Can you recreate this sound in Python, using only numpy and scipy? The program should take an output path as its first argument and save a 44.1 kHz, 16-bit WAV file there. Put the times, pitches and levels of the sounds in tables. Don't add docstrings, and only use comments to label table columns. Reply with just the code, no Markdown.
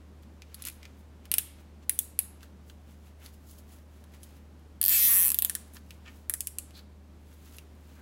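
import sys
import numpy as np
from scipy import signal
from scipy.fft import rfft, irfft, next_fast_len
from scipy.io import wavfile
from scipy.ndimage import uniform_filter1d, map_coordinates

SR = 44100
rng = np.random.default_rng(int(sys.argv[2]) if len(sys.argv) > 2 else 0)


def ratio(d):
    e = np.asarray(d, float) / 20
    return 10 ** e


def master(y):
    cut = np.clip(np.atleast_2d(y).T, -1, 1)
    pcm = np.round(cut * 32767)
    wavfile.write(sys.argv[1], SR, pcm.astype(np.int16))


N = 353241


def unit(x):
    return x / np.sqrt(np.mean(x ** 2) + 1e-20)


def along(points, hz):
    f, v = np.transpose(points)
    return np.interp(np.log(hz + 1), np.log(f + 1), v)


def wobble(rate):
    points = rng.standard_normal(int(N * rate / SR) + 4)
    return map_coordinates(points, [np.arange(N) * rate / SR])


def filtered(x, response):
    size = next_fast_len(N + 8192)
    hz = np.fft.rfftfreq(size, 1 / SR)
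    return irfft(rfft(x, size) * response(hz), size)[:N]


def noise(spectrum):
    return unit(filtered(rng.standard_normal(N), lambda hz: ratio(along(spectrum, hz))))


def body(modes, f, low_hz=150):
    power = sum(ratio(2 * db) / (1 + ((f - c) / w) ** 2) ** 2 for c, w, db in modes)
    low_cut = (f ** 2 / (f ** 2 + low_hz ** 2)) ** 2
    cepstrum = irfft(np.log(power * low_cut + 1e-9) / 2)
    half = cepstrum.shape[-1] // 2
    fold = np.r_[1, np.full(half - 1, 2), 1, np.zeros(half - 1)]
    return np.exp(rfft(cepstrum * fold))


def placed(when, shapes):
    start = np.round(np.asarray(when) * SR).astype(int)
    at = start[:, None] + np.arange(shapes.shape[1])
    return np.bincount(at.ravel(), shapes.ravel(), N)[:N]


def snaps(rows, chance, slip_ms, lag, trim_db, even=0.95, flex=0.022, ring_db=-2.66):
    # pitch_hz, width_hz, level_db
    pawl = [(10100, 1600, -19.5), (11170, 570, -0.5)]
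    tip = [(12160, 560, 0.0022), (13650, 1800, 0.012), (14670, 370, 0)]
    strap = [(6000, 1200, -11), (7500, 700, -6), (8600, 650, 0), (9500, 600, 0)]
    head = [(1670, 480, -17.5), (3320, 860, -11), (4900, 2430, -11)]
    lag_ms = [0.285, 0.0, 0.295, 0.618]
    ring_width_hz = 340
    spread_hz = 1500

    rows, size = np.asarray(rows, float), chance.shape[-1]
    f = np.fft.rfftfreq(size, 1 / SR)
    u = np.arange(size) / SR * 1000 / slip_ms
    slips = rfft(chance * np.sqrt(u + 0.81) * np.exp(-2 * u ** 2))
    slips = slips / np.abs(slips) ** np.clip(even, 0, 1)
    levels = rows[:, 1:2] + np.c_[0 * rows[:, 0], rows[:, 2:5]] + trim_db
    bend = 1 + np.reshape(flex, (-1, 1)) * unit(chance[:, :, -1:])
    shapes = 0
    for k, part in enumerate((pawl, tip, strap, head)):
        modes = [(c * bend[:, k], w, db) for c, w, db in part]
        if part is head:
            modes.append((rows[:, 5:], ring_width_hz, ring_db))
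        delay = np.exp(-2j * np.pi * f * lag * lag_ms[k] / 1000)
        ring = irfft(body(modes, f, low_hz=800) * slips[:, k] * delay, size)
        ring = ring / np.linalg.norm(ring, axis=1, keepdims=True)
        peak = np.abs(signal.hilbert(ring)).max(axis=1).mean()
        shapes = shapes + ratio(levels[:, k:k + 1]) * ring / peak
    power = uniform_filter1d(np.abs(rfft(shapes)) ** 2, int(spread_hz * size / SR) + 1, axis=1)
    around = irfft(np.sqrt(np.abs(power)) * slips[:, 0] / np.abs(slips[:, 0]), size)
    fade = np.hanning(2 * size)[size:]
    return np.array([placed(rows[:, 0], v * fade) for v in (shapes, around)])


def room_tone():
    # pitch_hz, level_db per Hz
    air = [(62, -25), (105, -9.5), (124, -10.5), (216, -7), (472, -17.5), (547, -18), (608, -17),
           (676, -23), (720, -20.5), (1870, -30), (15200, -46), (16500, -59.5)]
    rumble = [(8, -13.5), (25, -11), (45, -1), (70, -3.5), (100, -11), (125, -47.5)]
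    # pitch_hz, level_db (rms), unsteadiness_db
    hum = [
        (75.4, -52, .25),
        (184, -71, 3),
        (204, -71, 3),
    ]
    air_db, rumble_db = -58, -68
    t = np.arange(N) / SR
    out = np.zeros(N)
    for hz, db, shake_db in hum:
        level = ratio(db + 3.0 + shake_db * wobble(2.3))
        out += level * np.sin(2 * np.pi * hz * t + 0.15 * shake_db * wobble(4.9))
    out += ratio(air_db + 0.67 * wobble(7.4)) * noise(air)
    return out + ratio(rumble_db) * noise(rumble)


def rub():
    # peak_s, level_db, brightness_db, fade_s
    strokes = [(.05, -75, -18, 0.33), (0.234, -60, -9, 0.017), (.53, -67, -7, 0.18), (.611, -58, -3, 0.09),
               (0.673, -47.5, 8, 0.024), (.72, -69, 10, 0.088), (.846, -62.5, -9, 0.11),
               (.99, -84, 15.5, 0.065), (1.259, -61, -9, 0.039), (1.598, -64.5, -1.5, 0.063),
               (1.834, -62.5, -9.5, .03), (2.438, -60.5, -2, 0.06), (2.694, -79, 15, 0.07),
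               (2.911, -67, 0, 0.13), (3.071, -64.5, -1.5, 0.088), (3.257, -58.5, 2, 0.075),
               (3.346, -73.5, 10.5, 0.059), (3.516, -77.5, 20.5, 0.12), (3.592, -70.5, 12, 0.045),
               (3.728, -66, 5, 0.13), (3.967, -71, 2, .15), (4.147, -60, -2.5, 0.047),
               (4.238, -76, 21.5, 0.033), (4.288, -67.5, -1, 0.23), (4.366, -67, -0.5, .06),
               (4.6, -82.5, -3, 0.56),
               (5.68, -71, 3, 0.066), (5.761, -59, 5.5, 0.043), (5.913, -70, 4, 0.15),
               (6.084, -56, -14, 0.061), (6.154, -73, 8.5, 0.16), (6.69, -66.5, -7, 0.066),
               (6.777, -57, -0.5, 0.049), (7.329, -68.5, 3.5, 0.18), (7.472, -63, 3, 0.15),
               (7.55, -61.5, 4.5, 0.085), (7.919, -67.5, -0.5, 0.45)]
    # pitch_hz, level_db per Hz
    dull = [(530, -70.5), (900, -4), (1410, 0.5), (1620, -1.5), (2930, -1.5), (4180, -6.5), (8000, -12.5),
            (10400, -82.5), (17600, -120)]
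    bright = [(1760, -39.5), (3000, -12.5), (5090, -9), (5700, -11), (6570, -7), (9940, -11), (11100, -4),
              (14100, -11.5), (15900, -6), (16500, -26)]
    resting_db = [-88.5, -86]
    fade_db, rise_share = 21, 1
    t = np.arange(0, N + 64, 64) / SR
    s, db, bright_db, fade = np.transpose(strokes)[:, :, None]
    swell_db = db - fade_db * np.maximum((t - s) / fade, (s - t) / fade / rise_share)
    out = np.zeros(N)
    for stroke_db, idle_db, colour in zip((swell_db, swell_db + bright_db), resting_db, (dull, bright)):
        gain = np.sqrt(ratio(2 * idle_db) + ratio(2 * stroke_db).sum(axis=0))
        grain = ratio(1.0 * wobble(70) + 1.6 * wobble(300))
        out += np.interp(np.arange(N) / SR, t, gain) * unit(noise(colour) * grain)
    return out


def taps():
    # start_s, pawl_peak_db, head_over_pawl_db, head_ring_hz
    touches = [(0.2262, -58, -6, 1823), (0.4198, -53, 19.5, 2380), (0.544, -32, 0, 4610),
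               (0.8294, -54, 18.5, 2320), (0.853, -56, 23, 2350), (1.2543, -47, 7, 2730),
               (2.407, -71, 24, 2600), (2.4298, -51, 14, 1540), (2.6978, -56, 17, 3050),
               (2.6985, -73, 33, 1530), (3.261, -44, 10, 4420), (3.3414, -61, 5, 3080),
               (3.5107, -46, -5, 3640), (3.7856, -62, 12, 1860), (4.0395, -53, 6.5, 1470),
               (4.1377, -64, 18, 2130), (4.5943, -65.5, 4, 1350), (5.736, -43, -13, 2200),
               (5.7457, -43, -13, 5170), (5.7677, -58, 25, 1530), (5.9065, -44.5, 13, 2680),
               (6.0597, -79, 34, 1720), (6.081, -72.5, 28, 1640), (6.707, -56.5, 13, 2816),
               (6.75, -60, 11, 4140), (6.7914, -65, 25, 4290), (7.5671, -41, -24, 4290),
               (7.5841, -41.5, 10, 2640)]
    rattle = [
        (0.6218, -30, -4, 4010),
        (0.6383, -50.5, 17, 2726),
        (0.6513, -27, -3, 2800),
        (0.6617, -42.5, 11, 2330),
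        (0.6696, -28, -5, 2300),
        (0.6794, -38, -9, 3660),
        (0.6846, -29.5, 2, 2450),
        (0.699, -38, 1, 2460),
    ]
    s, db, head_db, hz = np.transpose(touches + rattle)
    tip_db = -0.5 + 0.15 * head_db
    strap_db = -1.5 + 0.26 * head_db
    rows = np.c_[s, db, tip_db, strap_db, head_db, hz]
    chance = rng.standard_normal((len(s), 4, 512))
    return snaps(rows, chance, slip_ms=2.22, lag=0.56, trim_db=[-0.82, -0.78, -2.0, -2.3])


def scrapes(density=0.041):
    # centre_s, half_length_s, level_db (rms), pitch_hz, width_hz
    drags = [
        (0.842, 0.022, -65, 2280, 500),
        (3.223, .02, -63, 2210, 900),
        (6.079, 0.021, -56.5, 2100, 720),
        (6.072, 0.019, -61.5, 2950, 500),
        (6.771, 0.029, -56, 4050, 700),
        (6.792, 0.01, -65, 1650, 251),
        (7.988, 0.033, -67.5, 1570, 500),
    ]
    size = 8192
    t = (np.arange(size) - size // 2) / SR
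    f = np.fft.rfftfreq(size, 1 / SR)
    s, half, db, hz, width = np.transpose(drags)[:, :, None]
    strong = rng.random((len(s), size)) < density
    grains = rng.standard_normal((len(s), size)) * (0.21 + strong)
    rung = irfft(rfft(grains) * body([(hz, width, 0)], f), size)
    rung = rung / rung.std(axis=1, keepdims=True)
    return placed(s[:, 0] + t[0], ratio(db) * rung * np.exp(-(t / half) ** 4))


def jolts(when, level_db):
    # pitch_hz, width_hz, level_db
    panel = [(247, 76, 1.5), (478, 230, -10), (1128, 310, -2)]
    knock = irfft(body(panel, np.fft.rfftfreq(2048, 1 / SR)))[:1024]
    knock = knock / np.abs(knock).max()
    level = ratio(level_db + rng.normal(0, 2.6, len(when)))
    return placed(when, level[:, None] * knock)


def teeth():
    # start_s, pawl_peak_db, tip_over_pawl_db
    clicks = [(1.3156, -15, 3), (1.3396, -13, 3), (1.3829, -12.5, 5), (1.895, -10.5, 2), (1.99, -12.5, 3),
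              (2.1902, -8.5, -10.5), (4.2318, -39.5, -24), (4.8143, -15.5, 9.5), (4.8281, -18.5, 2.5),
              (4.8396, -15.5, 7.5), (4.851, -17.5, 9.5), (4.8612, -17.5, 12), (4.8717, -23, 5.5),
              (4.881, -16.5, 11.5), (4.8876, -18.5, 10), (4.8939, -18.5, 11), (5.2906, -16.5, -2.5),
              (5.303, -14, 1), (5.3177, -15, 2.5), (5.3442, -18, 8.5), (5.3878, -15.5, 8.5),
              (5.4221, -14.5, 7.5), (5.4482, -14, 7), (5.4968, -18, 0.5), (5.5517, -19, 1),
              (6.2969, -15.5, 3), (6.3384, -18, 3), (6.4064, -20.5, 3), (6.4713, -21.5, 0.5),
              (6.5852, -21, -2)]
    # start_s, strap_over_pawl_db, head_over_pawl_db, head_ring_hz
    grips = [(1.2, -2, -3.5, 2794), (1.7, -9, -10, 2130), (1.95, -2.5, -11, 3420), (2.1, -8, -15, 2378),
             (4.1, -0.5, -4, 3070), (4.7, -5, -5, 4660), (5.285, -5, -13.5, 2500), (5.33, -4.5, -6.5, 3560),
             (5.47, 1.1, -5.5, 1700), (6.1, -2, -8.5, 1750), (6.38, 2, -9, 2800)]
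    rows, grips = np.array(clicks), np.array(grips)
    held = grips[np.searchsorted(grips[:, 0], rows[:, 0]) - 1]
    chance = rng.standard_normal((len(rows), 4, 512))
    out = snaps(np.c_[rows, held[:, 1:]], chance, slip_ms=1.0, lag=0.41,
                trim_db=[0.61, 0.7, 0.73, -0.12])
    tight = rows[7:25]
    return out + jolts(tight[:, 0], tight[:, 1] - 34)


def pull(drift=0.051, scatter_db=0.14):
    # time_s, teeth_passed
    progress = [(4.8991, 0), (4.9039, 1), (4.9862, 23), (5.0245, 32), (5.0923, 48), (5.1649, 64),
                (5.1865, 68), (5.2726, 82), (5.2807, 83)]
    # time_s, pawl_peak_db, tension (0-1), head_ring_hz
    strength = [
        (4.899, -16.5, 0.38, 2250),
        (4.929, -17, 0.07, 2240),
        (4.953, -19, 0.01, 2310),
        (4.99, -19.5, 0, 2310),
        (5.042, -13.5, 0.39, 2150),
        (5.101, -12.5, 0.68, 1960),
        (5.165, -12, 0.64, 2000),
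        (5.231, -11.5, 0.9, 2050),
        (5.281, -10, 1, 2500),
    ]
    slack_db = [9, -1.5, -1]
    taut_db = [1.5, -12, -15.5]
    s, passed = np.transpose(progress)
    pace, tooth = np.gradient(s, passed), np.arange(passed[-1] + 1)
    j = np.clip(np.searchsorted(passed, tooth, "right") - 1, 0, len(s) - 2)
    span = np.diff(passed)[j]
    u = (tooth - passed[j]) / span
    when = s[j] + np.diff(s)[j] * u * u * (3 - 2 * u)
    when = when + span * u * (1 - u) * ((1 - u) * pace[j] - u * pace[j + 1])
    knots, *force = np.transpose(strength)
    db, tension, hz = (np.interp(when, knots, c)[:, None] for c in force)
    pawl_db = db + scatter_db * rng.standard_normal(db.shape)
    parts_db = slack_db + tension * np.subtract(taut_db, slack_db)
    fresh = rng.standard_normal((len(when) + 40, 4, 512))
    chance = signal.lfilter([1], [1, np.clip(drift, .01, 1) - 1], fresh, axis=0)[-len(when):]
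    buzz = snaps(np.c_[when, pawl_db, parts_db, hz], chance, slip_ms=0.75, lag=.9,
                 trim_db=[-1.5, 1.0, -1.7, -0.76], even=0.57, flex=[.008, .025, .04, 0.048], ring_db=-6)
    return buzz + jolts(when, db[:, 0] - 37)


def tail(t60, length):
    hz, t, z = signal.stft(rng.standard_normal(length), SR, nperseg=64)
    decay = ratio(-60 * t / along(t60, hz)[:, None])
    h = signal.istft(z * decay, SR, nperseg=64)[1][:length]
    return h / np.linalg.norm(h)


def space(pair, frame_db=-6, kitchen_db=-13):
    # pitch_hz, fade_s
    frame = [(1000, 0.078), (5000, 0.034), (11000, 0.034), (16000, 0.0076)]
    kitchen = [(1000, 1), (4000, 0.56), (9000, 0.33), (12000, 0.31), (16000, 0.18)]
    # delay_ms, level_db
    walls = [
        (4.5, -20.5),
        (11.5, -25),
        (13, -24.5),
    ]
    # pitch_hz, level_db
    tiles = [(1000, -3), (5000, -1), (8500, 3), (11500, 1), (13000, -3.5), (16000, 7)]
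    x, around = pair
    out, far = x.copy(), filtered(around, lambda hz: ratio(along(tiles, hz)))
    for start in range(int(.8 * SR) - SR, N, SR):
        near_echo = ratio(frame_db) * np.pad(tail(frame, 4096), (40, 0))
        for ms, db in walls:
            near_echo[round(ms * SR / 1000)] += ratio(db + rng.normal(0, 1.0))
        far_echo = ratio(kitchen_db) * np.pad(tail(kitchen, SR // 2), (200, 0))
        first = max(start, 0)
        for source, echo in ((x, near_echo), (far, far_echo)):
            wet = signal.fftconvolve(source[first:start + SR], echo)[:N - first]
            out[first:first + len(wet)] += wet
    return out


def scene():
    tie = space(taps() + scrapes() + teeth() + pull())
    return (room_tone() + rub() + tie)[None]


def roll_off(x):
    return signal.sosfilt(signal.butter(12, 16970, fs=SR, output="sos"), x)


def record(dry):
    # pitch_hz, level_db
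    mic = [(20, 0), (15800, 0), (16050, -28), (17000, -33)]
    heard = filtered(dry[0], lambda hz: ratio(along(mic, hz)))
    return roll_off(heard[None])


dry = scene()
out = record(dry)
master(out)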